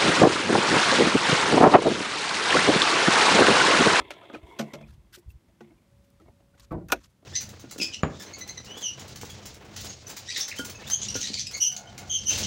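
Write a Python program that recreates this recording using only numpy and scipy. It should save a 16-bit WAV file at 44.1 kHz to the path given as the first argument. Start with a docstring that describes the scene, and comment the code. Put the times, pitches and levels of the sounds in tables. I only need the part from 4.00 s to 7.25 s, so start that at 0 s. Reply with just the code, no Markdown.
"""A car door swings open outdoors: the hinge rubs, the check strap knocks the panel, clothes brush past.
Then a hand pulls a floor lever: a dull thump, two ticks, a short scrape and a sharp latch clack.
Wind buffets the microphone. Blows ring clusters of decaying modes and leave a crack of noise; rubs, brushes,
scrape and wind are shaped noise; squeaks are narrow-band noise; faint tones and low bumps are sines."""
import sys
import numpy as np
from scipy import signal
from scipy.fft import rfft, irfft, next_fast_len
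from scipy.io import wavfile
from scipy.ndimage import uniform_filter1d, map_coordinates

SR = 44100
rng = np.random.default_rng(int(sys.argv[2]) if len(sys.argv) > 2 else 0)


def file_out(sig):
    """Save sig as 16-bit WAV at sys.argv[1]."""
    # one column per channel
    cols = np.atleast_2d(sig).T
    # limit, then scale
    lim = np.clip(cols, -1, 1)
    pcm = np.round(lim * 32767).astype(np.int16)
    wavfile.write(sys.argv[1], SR, pcm)


def voltage_ratio(level):
    """Linear amplitude factor for a level in decibels (scalar or array-like)."""
    return 10 ** (np.asarray(level, float) / 20)


N = 143325

# crack spectrum of the door: (frequency [Hz], density [dB])
DOOR_CRACK_COLOUR = [(710, -18), (1200, -10.5), (2190, -2.5), (4830, -10), (5980, -8), (8700, -19.5),
                     (9680, -29), (12000, -19), (15500, -31)]
DOOR_CRACK_T60_S = 0.092


def unit(x):
    """Scaled to rms 1."""
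    return x / np.sqrt(np.mean(x ** 2) + 1e-20)


def peak(x):
    """Scaled so that its strongest 5 ms has rms 1."""
    return x / np.sqrt(np.abs(uniform_filter1d(x ** 2, SR // 200)).max() + 1e-20)


def curve(rows):
    """One value per sample from (time [s], value) rows."""
    return np.interp(np.arange(N) / SR, *np.transpose(rows))


def wobble(rate_hz):
    """A smooth random curve, rate_hz knots a second."""
    knots = rng.standard_normal(int(N * rate_hz / SR) + 4)
    return map_coordinates(knots, [np.arange(N) * rate_hz / SR])


def noise(spectrum, size, tilt_db=0):
    """Noise of rms 1 coloured by (Hz, dB) points, tilted by tilt_db per octave about 4 kHz."""
    m = next_fast_len(size)
    hz, db = np.transpose(spectrum)
    octave = np.log2(np.fft.rfftfreq(m, 1 / SR) + 1)
    colour_db = np.interp(octave, np.log2(hz), db, left=-120, right=-120)
    gain = voltage_ratio(colour_db + tilt_db * (octave - np.log2(4000)))
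    return unit(irfft(rfft(rng.standard_normal(m)) * gain, m)[:size])


def add(track, s, x):
    """Mixes x into the track at s seconds."""
    part = track[max(round(s * SR), 0):][:len(x)]
    part += x[:len(part)]


def ringing(modes, contact, t, spread):
    """Every mode is a cluster of close, detuned partials, new for each blow and set going by the contact."""
    phase_scatter_rad = 1.36  # partials start roughly together, then drift apart
    hz, db, t60_s = np.transpose(modes)[:, :, None, None]
    draw = rng.standard_normal((3, len(modes), 14, 1))
    decay = voltage_ratio(-60 * t / (t60_s * np.exp(0.23 * draw[0])))
    phase = 2 * np.pi * hz * (1 + spread * draw[1]) * t + phase_scatter_rad * draw[2]
    onset = 1 - np.exp(-hz * t)
    clusters = (decay * np.sin(phase) * onset).sum(axis=1)
    rung = signal.fftconvolve(clusters, contact[None], axes=1)[:, :len(t)]
    highpass = signal.butter(2, 0.69 * hz.min(), "high", fs=SR, output="sos")
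    rung = signal.sosfilt(highpass, rung)
    return peak(sum(voltage_ratio(mode_db) * peak(one) for mode_db, one in zip(db.ravel(), rung)))


def hits(events, low_modes, mid_modes, crack, crack_t60_s, low_spread, mid_spread):
    """Each blow is a short rough contact that rings two sets of modes and leaves a dying crack."""
    echo_db, echo_t60_s, echo_tilt_db = -23, 0.15, -4.5  # lingering echo of the crack; tilt per octave
    grit_db = 2.5  # unevenness of the crack
    track, t = np.zeros(N), np.arange(SR // 3) / SR
    for s, crack_db, low_db, mid_db, contact_s in events:
        u = t / contact_s
        contact = (rng.standard_normal(len(t)) * np.sqrt(u) * np.exp(-2 * u * u))[:SR // 5]
        after_s = np.maximum(t - 0.81 * contact_s, 0)
        echo = voltage_ratio(echo_db - 60 * after_s / echo_t60_s) * noise(crack, len(t), echo_tilt_db)
        direct = voltage_ratio(-60 * after_s / crack_t60_s) * noise(crack, len(t))
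        snap = (1 - np.exp(-8 * u)) * (direct + echo)
        grit = voltage_ratio(grit_db * wobble(300)[:len(t)])
        low = voltage_ratio(low_db) * ringing(low_modes, contact, t, low_spread)
        mid = voltage_ratio(mid_db) * ringing(mid_modes, contact, t, mid_spread)
        add(track, s, low + mid + voltage_ratio(crack_db) * peak(grit * snap))
    return track


def strokes(rows, colour):
    """Short strokes: patchy, grainy noise that swells under the stroke and dies away after it."""
    swell_share, fade_t60_s = 0.5, 0.039  # swell as share of the stroke
    patch_db, fibre_db, slow_db = 3, 1, 1.8
    track, t = np.zeros(N), np.arange(SR // 2) / SR
    for s, length_s, db, tilt_db in rows:
        swell = np.sin(np.pi / 2 * np.clip(t / (swell_share * length_s), 0, 1))
        fading = voltage_ratio(-60 * np.maximum(t - 0.86 * length_s, 0) / fade_t60_s)
        add(track, s, voltage_ratio(db) * swell * fading * noise(colour, len(t), tilt_db))
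    z = signal.stft(track, nperseg=128)[2]
    field = uniform_filter1d(rng.standard_normal(z.shape), 4, axis=0)
    field = uniform_filter1d(field, 4, axis=1)
    patchy = signal.istft(z * unit(voltage_ratio(patch_db * unit(field))), nperseg=128)[1][:N]
    return patchy * unit(voltage_ratio(fibre_db * wobble(500) + slow_db * wobble(70)))


def hush():
    """Quiet outdoor air: steady coloured noise, slightly wavering."""
    # (frequency [Hz], density [dB])
    air_colour = [(41, -31), (70, -10), (118, -3), (151, -11), (186, -4.5), (342, -16.5), (481, -21.5),
                  (564, -18), (676, -26.5), (887, -23.5), (1090, -26), (9170, -37), (15800, -42)]
    return voltage_ratio(-65 + 0.7 * wobble(3)) * noise(air_colour, N)


def wind():
    """Wind lumps on the microphone: low noise under a gust envelope."""
    # (time [s], level [dB])
    gusts = [(0.0, -45.5), (0.32, -100), (0.37, -50), (0.42, -63), (0.44, -51), (0.54, -74), (0.61, -70),
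             (0.74, -67), (0.93, -47), (1.03, -58.5), (1.24, -69), (1.27, -43), (1.28, -44), (1.33, -59),
             (1.36, -52), (1.43, -95), (1.49, -54), (1.57, -96), (1.76, -60), (1.8, -79), (1.99, -55.5),
             (2.05, -70.5), (2.3, -53), (2.33, -65.5), (2.705, -59.5), (2.72, -37), (2.74, -45),
             (2.85, -49.5), (3.18, -69), (3.25, -66)]
    # (frequency [Hz], density [dB])
    buffet_colour = [(20, -50), (35, -20.5), (55, 4), (85, -4), (130, -7), (250, -29.5)]
    return voltage_ratio(curve(gusts)) * noise(buffet_colour, N)


def faint_tones():
    """Faint held sines, wavering in level and pitch."""
    # (frequency [Hz], level [dB], start [s], end [s])
    tone_rows = [(563, -73, 1.84, 2.85), (333, -76.5, 0.79, 1.85)]
    fade_s = 0.089
    t, track = np.arange(N) / SR, np.zeros(N)
    for hz, db, from_s, to_s in tone_rows:
        on = np.clip((t - from_s) / fade_s, 0, 1) * np.clip((to_s - t) / fade_s, 0, 1)
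        sine = np.sin(2 * np.pi * np.cumsum(hz + 3 * wobble(15)) / SR)
        track += np.sqrt(2) * voltage_ratio(db) * on * voltage_ratio(1.2 * wobble(12)) * sine
    return track


def pushes():
    """Soft bumps on the microphone: a few cycles of low pressure, swelling and fading, sagging in pitch."""
    # (time [s], length [s], mean pitch [Hz], level [dB])
    bumps = [(1.262, .05, 82, -40), (1.34, .04, 65, -47)]
    track, t = np.zeros(N), np.arange(SR // 8) / SR
    for s, length_s, hz, db in bumps:
        u = np.clip(t / length_s, 0, 1)
        phase = 2 * np.pi * hz * t * (1.3 - 0.3 * u) + rng.uniform(0, 2 * np.pi)
        add(track, s, voltage_ratio(db) * peak(np.sin(np.pi * u) * np.sin(phase)))
    return track


def brushes_and_scrape():
    """Clothes brushing past, and at 2.913 s a short scrape leading into the latch clack: noise strokes."""
    # (start [s], length [s], level [dB], tilt [dB/octave])
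    stroke_rows = [(0.326, 0.043, -51.5, -8.5), (0.396, 0.42, -72, 2), (0.865, 0.053, -64.5, 2),
                   (.915, 0.035, -69, 3), (1.124, 0.04, -47, 3.5), (1.17, 0.031, -63.5, 8),
                   (1.286, 0.041, -67, 10.5), (2.035, 0.023, -74, 6), (2.913, 0.0086, -46, 3)]
    # (frequency [Hz], density [dB])
    stroke_colour = [(530, -50.5), (900, -14.5), (1610, -3), (2250, -12), (2510, -9), (4080, -10),
                     (5120, -13), (10300, -23.5), (14100, -26), (15500, -27)]
    return strokes(stroke_rows, stroke_colour)


def carpet_rubs():
    """The hand rubbing over carpet: strokes of pile noise."""
    # (start [s], length [s], level [dB], tilt [dB/octave])
    rub_rows = [(2.573, 0.029, -61, -2.5), (2.596, .011, -56, 0), (2.612, .042, -60, -1.5),
                (2.99, 0.037, -66, -2), (3.022, 0.044, -61, 0.5), (3.09, 0.029, -77, 4)]
    # (frequency [Hz], density [dB])
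    pile_colour = [(530, -37), (900, -6), (1050, 0.5), (2070, -8), (3940, -3), (7060, -3.5), (10800, -15),
                   (13800, -14), (15500, -23)]
    return strokes(rub_rows, pile_colour)


def ticks():
    """Tiny dry contacts: noise that dies within milliseconds."""
    # (time [s], onset level [dB], tilt [dB/octave])
    tick_rows = [(.1058, -36, -5), (.346, -53, -7), (.513, -54, -10), (.738, -34, -8), (.812, -56, -12),
                 (1.305, -56.5, -1), (2.103, -62, 0), (2.2, -58, -6.5), (2.5975, -47, -3), (2.723, -57, 11),
                 (2.885, -49, 1)]
    # (frequency [Hz], density [dB])
    tick_colour = [(500, -35), (1000, 0), (15000, -0.5), (15800, -20.5)]
    t60_s = 0.011
    track, t = np.zeros(N), np.arange(SR // 20) / SR
    for s, db, tilt_db in tick_rows:
        add(track, s, voltage_ratio(db - 60 * t / t60_s) * noise(tick_colour, len(t), tilt_db))
    return track


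def squeaks():
    """Hinge, seal and trim squeak: brief slips that excite one narrow resonance."""
    # (time [s], length [s], frequency [Hz], level [dB])
    squeak_rows = [(0.215, 0.035, 1280, -55.5), (0.338, 0.023, 2450, -42), (.49, 0.068, 2170, -55.5),
                   (0.495, 0.052, 960, -51), (0.652, .03, 2670, -68), (0.699, 0.023, 2000, -55.5),
                   (0.802, 0.033, 640, -50.5), (0.824, 0.032, 2447, -54), (1.3, 0.015, 2604, -61),
                   (1.765, 0.035, 2350, -74), (2.196, 0.018, 1287, -61), (2.268, 0.031, 2190, -67.5),
                   (2.535, 0.017, 1450, -65.5)]
    share = 0.028  # band half-width at -4 dB, as share of the pitch
    track, t = np.zeros(N), np.arange(SR // 5) / SR
    for s, length_s, hz, db in squeak_rows:
        band = [(hz * (1 + k * share), edge_db) for k, edge_db in ((-3, -30), (-1, -4), (0, 0), (1, -4), (3, -30))]
        swell = np.sin(np.pi * np.clip(t / length_s, 0, 1))
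        add(track, s, voltage_ratio(db) * peak(swell * noise(band, len(t))))
    return track


def trim_taps():
    """Soft taps of hand and trim, ringing short damped modes."""
    # (time [s], crack [dB], low modes [dB], trim [dB], contact [s])
    tap_rows = [(.513, -74, -72.5, -67, 0.006), (1.168, -69, -50.5, -69, 0.015),
                (1.48, -73, -66, -68, 0.012), (1.7, -78, -54.5, -64, 0.027), (2.2, -69, -55.5, -65, 0.022),
                (2.256, -75, -58, -60, 0.0084), (2.28, -73, -57.5, -55, 0.0062),
                (2.4, -74, -64.5, -64, 0.0069), (2.545, -70.5, -65, -66, 0.012),
                (3.224, -74.5, -57.5, -59.5, 0.008)]
    # low, then mid modes: (frequency [Hz], level [dB], t60 [s])
    trim_low = [(239, -15, 0.13), (323, 9, 0.07), (422, -2.5, 0.07)]
    trim_mid = [(640, 12.5, 0.065), (850, 2, 0.15), (1197, 2, 0.033), (1414, -6, 0.035)]
    # (frequency [Hz], density [dB])
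    trim_crack = [(1200, -39), (1900, 13), (2400, 3), (3500, 1.5), (7000, -9), (15000, -18)]
    return hits(tap_rows, trim_low, trim_mid, trim_crack, 0.062, low_spread=0.098, mid_spread=0.0676)


def lever_thump():
    """The lever gives way: floor pan and carpeted floor ring dully."""
    # (time [s], crack [dB], floor pan [dB], carpeted floor [dB], contact [s])
    thump_rows = [(2.707, -58, -31, -35.5, 0.022), (2.733, -70, -29, -41, 0.015),
                  (2.775, -78, -39, -53, .014), (2.803, -84.5, -43, -58.5, .014)]
    # modes: (frequency [Hz], level [dB], t60 [s])
    floor_pan = [(59.6, -13.5, 0.4), (95, -8.5, 0.3), (126.6, -10, 0.16), (169.3, 3, 0.25),
                 (226.8, -6, 0.17), (280.1, -5, 0.24), (344, -2.5, 0.3)]
    carpet = [(463, -2.5, 0.24), (517, -3, 0.22), (613, 1, .2), (735, 1.5, .17), (960, -0.5, 0.12),
              (1097, -7, 0.08), (1250, -6.5, 0.09), (1450, -13, .09), (1680, -15.5, .09),
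              (1950, -15.5, .09)]
    # (frequency [Hz], density [dB])
    thump_crack = [(1500, -9), (2300, 2), (3200, -9.5), (4300, -7.5), (6000, -19.5), (15500, -23)]
    return hits(thump_rows, floor_pan, carpet, thump_crack, 0.12, low_spread=0.09, mid_spread=0.09)


def latch():
    """Two ticks and a sharp clack: hard, short contacts ring the latch and its bracket."""
    # (time [s], crack [dB], low modes [dB], bracket [dB], contact [s])
    blow_rows = [(2.885, -50, -60.5, -50.5, 0.0072), (2.899, -50, -52, -39, 0.0053),
                 (2.9198, -20, -33, -19, 0.0032), (2.9245, -28, -30, -22.5, 0.0036)]
    # modes: (frequency [Hz], level [dB], t60 [s])
    latch_low = [(222.2, -0.5, .1), (290, 4.5, 0.11), (362.5, 1, 0.1), (471, -3, 0.097)]
    bracket = [(542.6, -5, 0.08), (651.5, -7.5, 0.065), (767, -5, 0.057), (965, -7, 0.05), (1186, -1, .035),
               (1469, 2, .035), (1690, -3.5, 0.03), (2510, -5.5, 0.042), (2710, -10.5, .03)]
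    # (frequency [Hz], density [dB])
    latch_crack = [(880, -29.5), (1500, -5.5), (2050, -11), (2570, -5), (3070, -14.5), (3360, -9),
                   (5070, -15), (5640, -8), (6700, -10), (7740, -22), (8620, -16.5), (10300, -20.5),
                   (14000, -16.5), (15700, -22.5)]
    return hits(blow_rows, latch_low, bracket, latch_crack, 0.035, low_spread=0.08, mid_spread=0.035)


def door_release():
    """The door leaves its catch and seal: blows ring the door edge and panel."""
    # (time [s], crack [dB], edge [dB], panel [dB], contact [s])
    release_rows = [(0, -50, -41, -41, 0.0052), (.1055, -37, -54, -37.5, 0.0047),
                    (.226, -63, -66, -49, 0.017), (.297, -66, -45.5, -43, 0.0083),
                    (.328, -51.5, -35.5, -46, 0.028), (.345, -51, -48, -41, 0.0092)]
    # edge, then panel modes: (frequency [Hz], level [dB], t60 [s])
    edge_modes = [(264, -5.5, 0.13), (304.8, -1, .2), (407, -6, 0.046)]
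    panel_modes = [(588, -3, 0.1), (690, -2.5, 0.045), (863, -8.5, 0.048), (1280, -8.5, 0.11),
                   (1465, -9, 0.04)]
    # (frequency [Hz], density [dB])
    release_crack = [(880, -48), (1500, -9), (1700, -5.5), (2400, -3.5), (3800, -10), (4100, -7),
                     (4850, -17), (6130, -17), (14600, -36.5), (15500, -37)]
    return hits(release_rows, edge_modes, panel_modes, release_crack, 0.11, low_spread=0.038, mid_spread=0.0425)


def door_rest():
    """The door comes to rest: one soft blow rings its boom and panel."""
    # (time [s], crack [dB], boom [dB], panel [dB], contact [s])
    rest_rows = [(1.606, -60, -44.5, -50.5, 0.005)]
    # boom, then panel modes: (frequency [Hz], level [dB], t60 [s])
    rest_boom = [(146.6, -9.5, 0.66), (226, -2, 0.47), (344, 1, 0.36), (443, 1, 0.05)]
    rest_panel = [(701, -4, 0.091), (826, -2, 0.095), (1150, -4, .045), (1450, -0.5, 0.076),
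                  (1850, -11, 0.085), (2750, -9.5, 0.093)]
    return hits(rest_rows, rest_boom, rest_panel, DOOR_CRACK_COLOUR, DOOR_CRACK_T60_S,
                low_spread=0.0205, mid_spread=0.027)


def hinge():
    """Uneven friction of the swinging door drives resonances that waver singly and shift with the load."""
    # the swing and the later settling: (time [s], level [dB], load [0-1])
    swing = [(0, -51.5, 0.3), (.08, -53, 0.12), (.15, -51, 0.05), (.24, -51, 0), (.27, -54, .3),
             (.3, -51.5, .2), (.4, -57, 0.55), (.52, -53.5, 0.97), (.6, -51, 0.7), (.72, -54, 1),
             (.77, -53, .9), (.82, -56.5, 0.46), (.88, -70, 0.5), (1.05, -75.5, 0.7), (1.58, -80, .8),
             (1.631, -66, 0.7), (1.718, -69.5, .7), (1.8, -75, .7), (1.95, -90, 0.6)]
    # (frequency [Hz], bandwidth of one pass [Hz], level [dB], change at full load [dB])
    resonances = [(365, 180, -4.5, 2), (650, 160, -5.5, -2.5), (979, 230, -10, 4.5), (1280, 420, -12, -12),
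                  (1600, 450, -13, -12), (2097, 230, -10.5, 0.5), (2600, 240, -12, -6), (3350, 480, -9, -6),
                  (5970, 6300, -25, 2)]
    s, swing_db, load = np.transpose(swing)
    swing_db, load = curve(np.c_[s, swing_db]), curve(np.c_[s, load])
    slips = rfft(rng.standard_normal(N) * voltage_ratio(3 * wobble(150)))
    f = np.fft.rfftfreq(N, 1 / SR)
    track = np.zeros(N)
    for hz, width_hz, db, load_db in resonances:
        bandpass = 1j * f * width_hz / (hz * hz - f * f + 1j * f * width_hz)
        rub = unit(irfft(slips * bandpass ** 2, N))  # two passes
        track += voltage_ratio(swing_db + db + load * load_db + 2.2 * wobble(13.92)) * rub
    return track


def strap_knocks():
    """The check strap knocks the door: the skin booms and the panel rings."""
    # (time [s], crack [dB], boom [dB], panel [dB], contact [s])
    knock_rows = [(0.588, -33, -28, -28, 0.015), (0.7335, -43.5, -38, -39, 0.0075),
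                  (0.8094, -61.5, -49, -50.5, 0.0038)]
    # door skin, then panel modes: (frequency [Hz], level [dB], t60 [s])
    skin_boom = [(147, -12, 0.56), (185, -17.5, 0.32), (218.4, -1, 0.324), (266, -17, 0.17)]
    door_panel = [(324.5, -1, 0.23), (408.6, -0.5, 0.12), (466.6, -2.5, 0.16), (565, 5.5, 0.13),
                  (671, 1, 0.15), (850, -5, 0.095), (1102, -6, 0.085), (1347, -8.5, 0.091),
                  (1460, -4.5, 0.062)]
    return hits(knock_rows, skin_boom, door_panel, DOOR_CRACK_COLOUR, DOOR_CRACK_T60_S,
                low_spread=0.0075, mid_spread=0.0599)


def scene():
    """All sources, one microphone."""
    background = hush() + wind() + faint_tones() + pushes()
    contacts = brushes_and_scrape() + carpet_rubs() + ticks() + squeaks() + trim_taps()
    lever = lever_thump() + latch()
    door = door_release() + door_rest() + hinge() + strap_knocks()
    return (background + contacts + lever + door)[None]


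def low_pass(x):
    """Removes everything above the highest recorded frequency."""
    return signal.sosfilt(signal.butter(12, 16460, fs=SR, output="sos"), x)


def record(dry):
    """The finished mix."""
    return low_pass(dry)


dry = scene()
out = record(dry)
file_out(out)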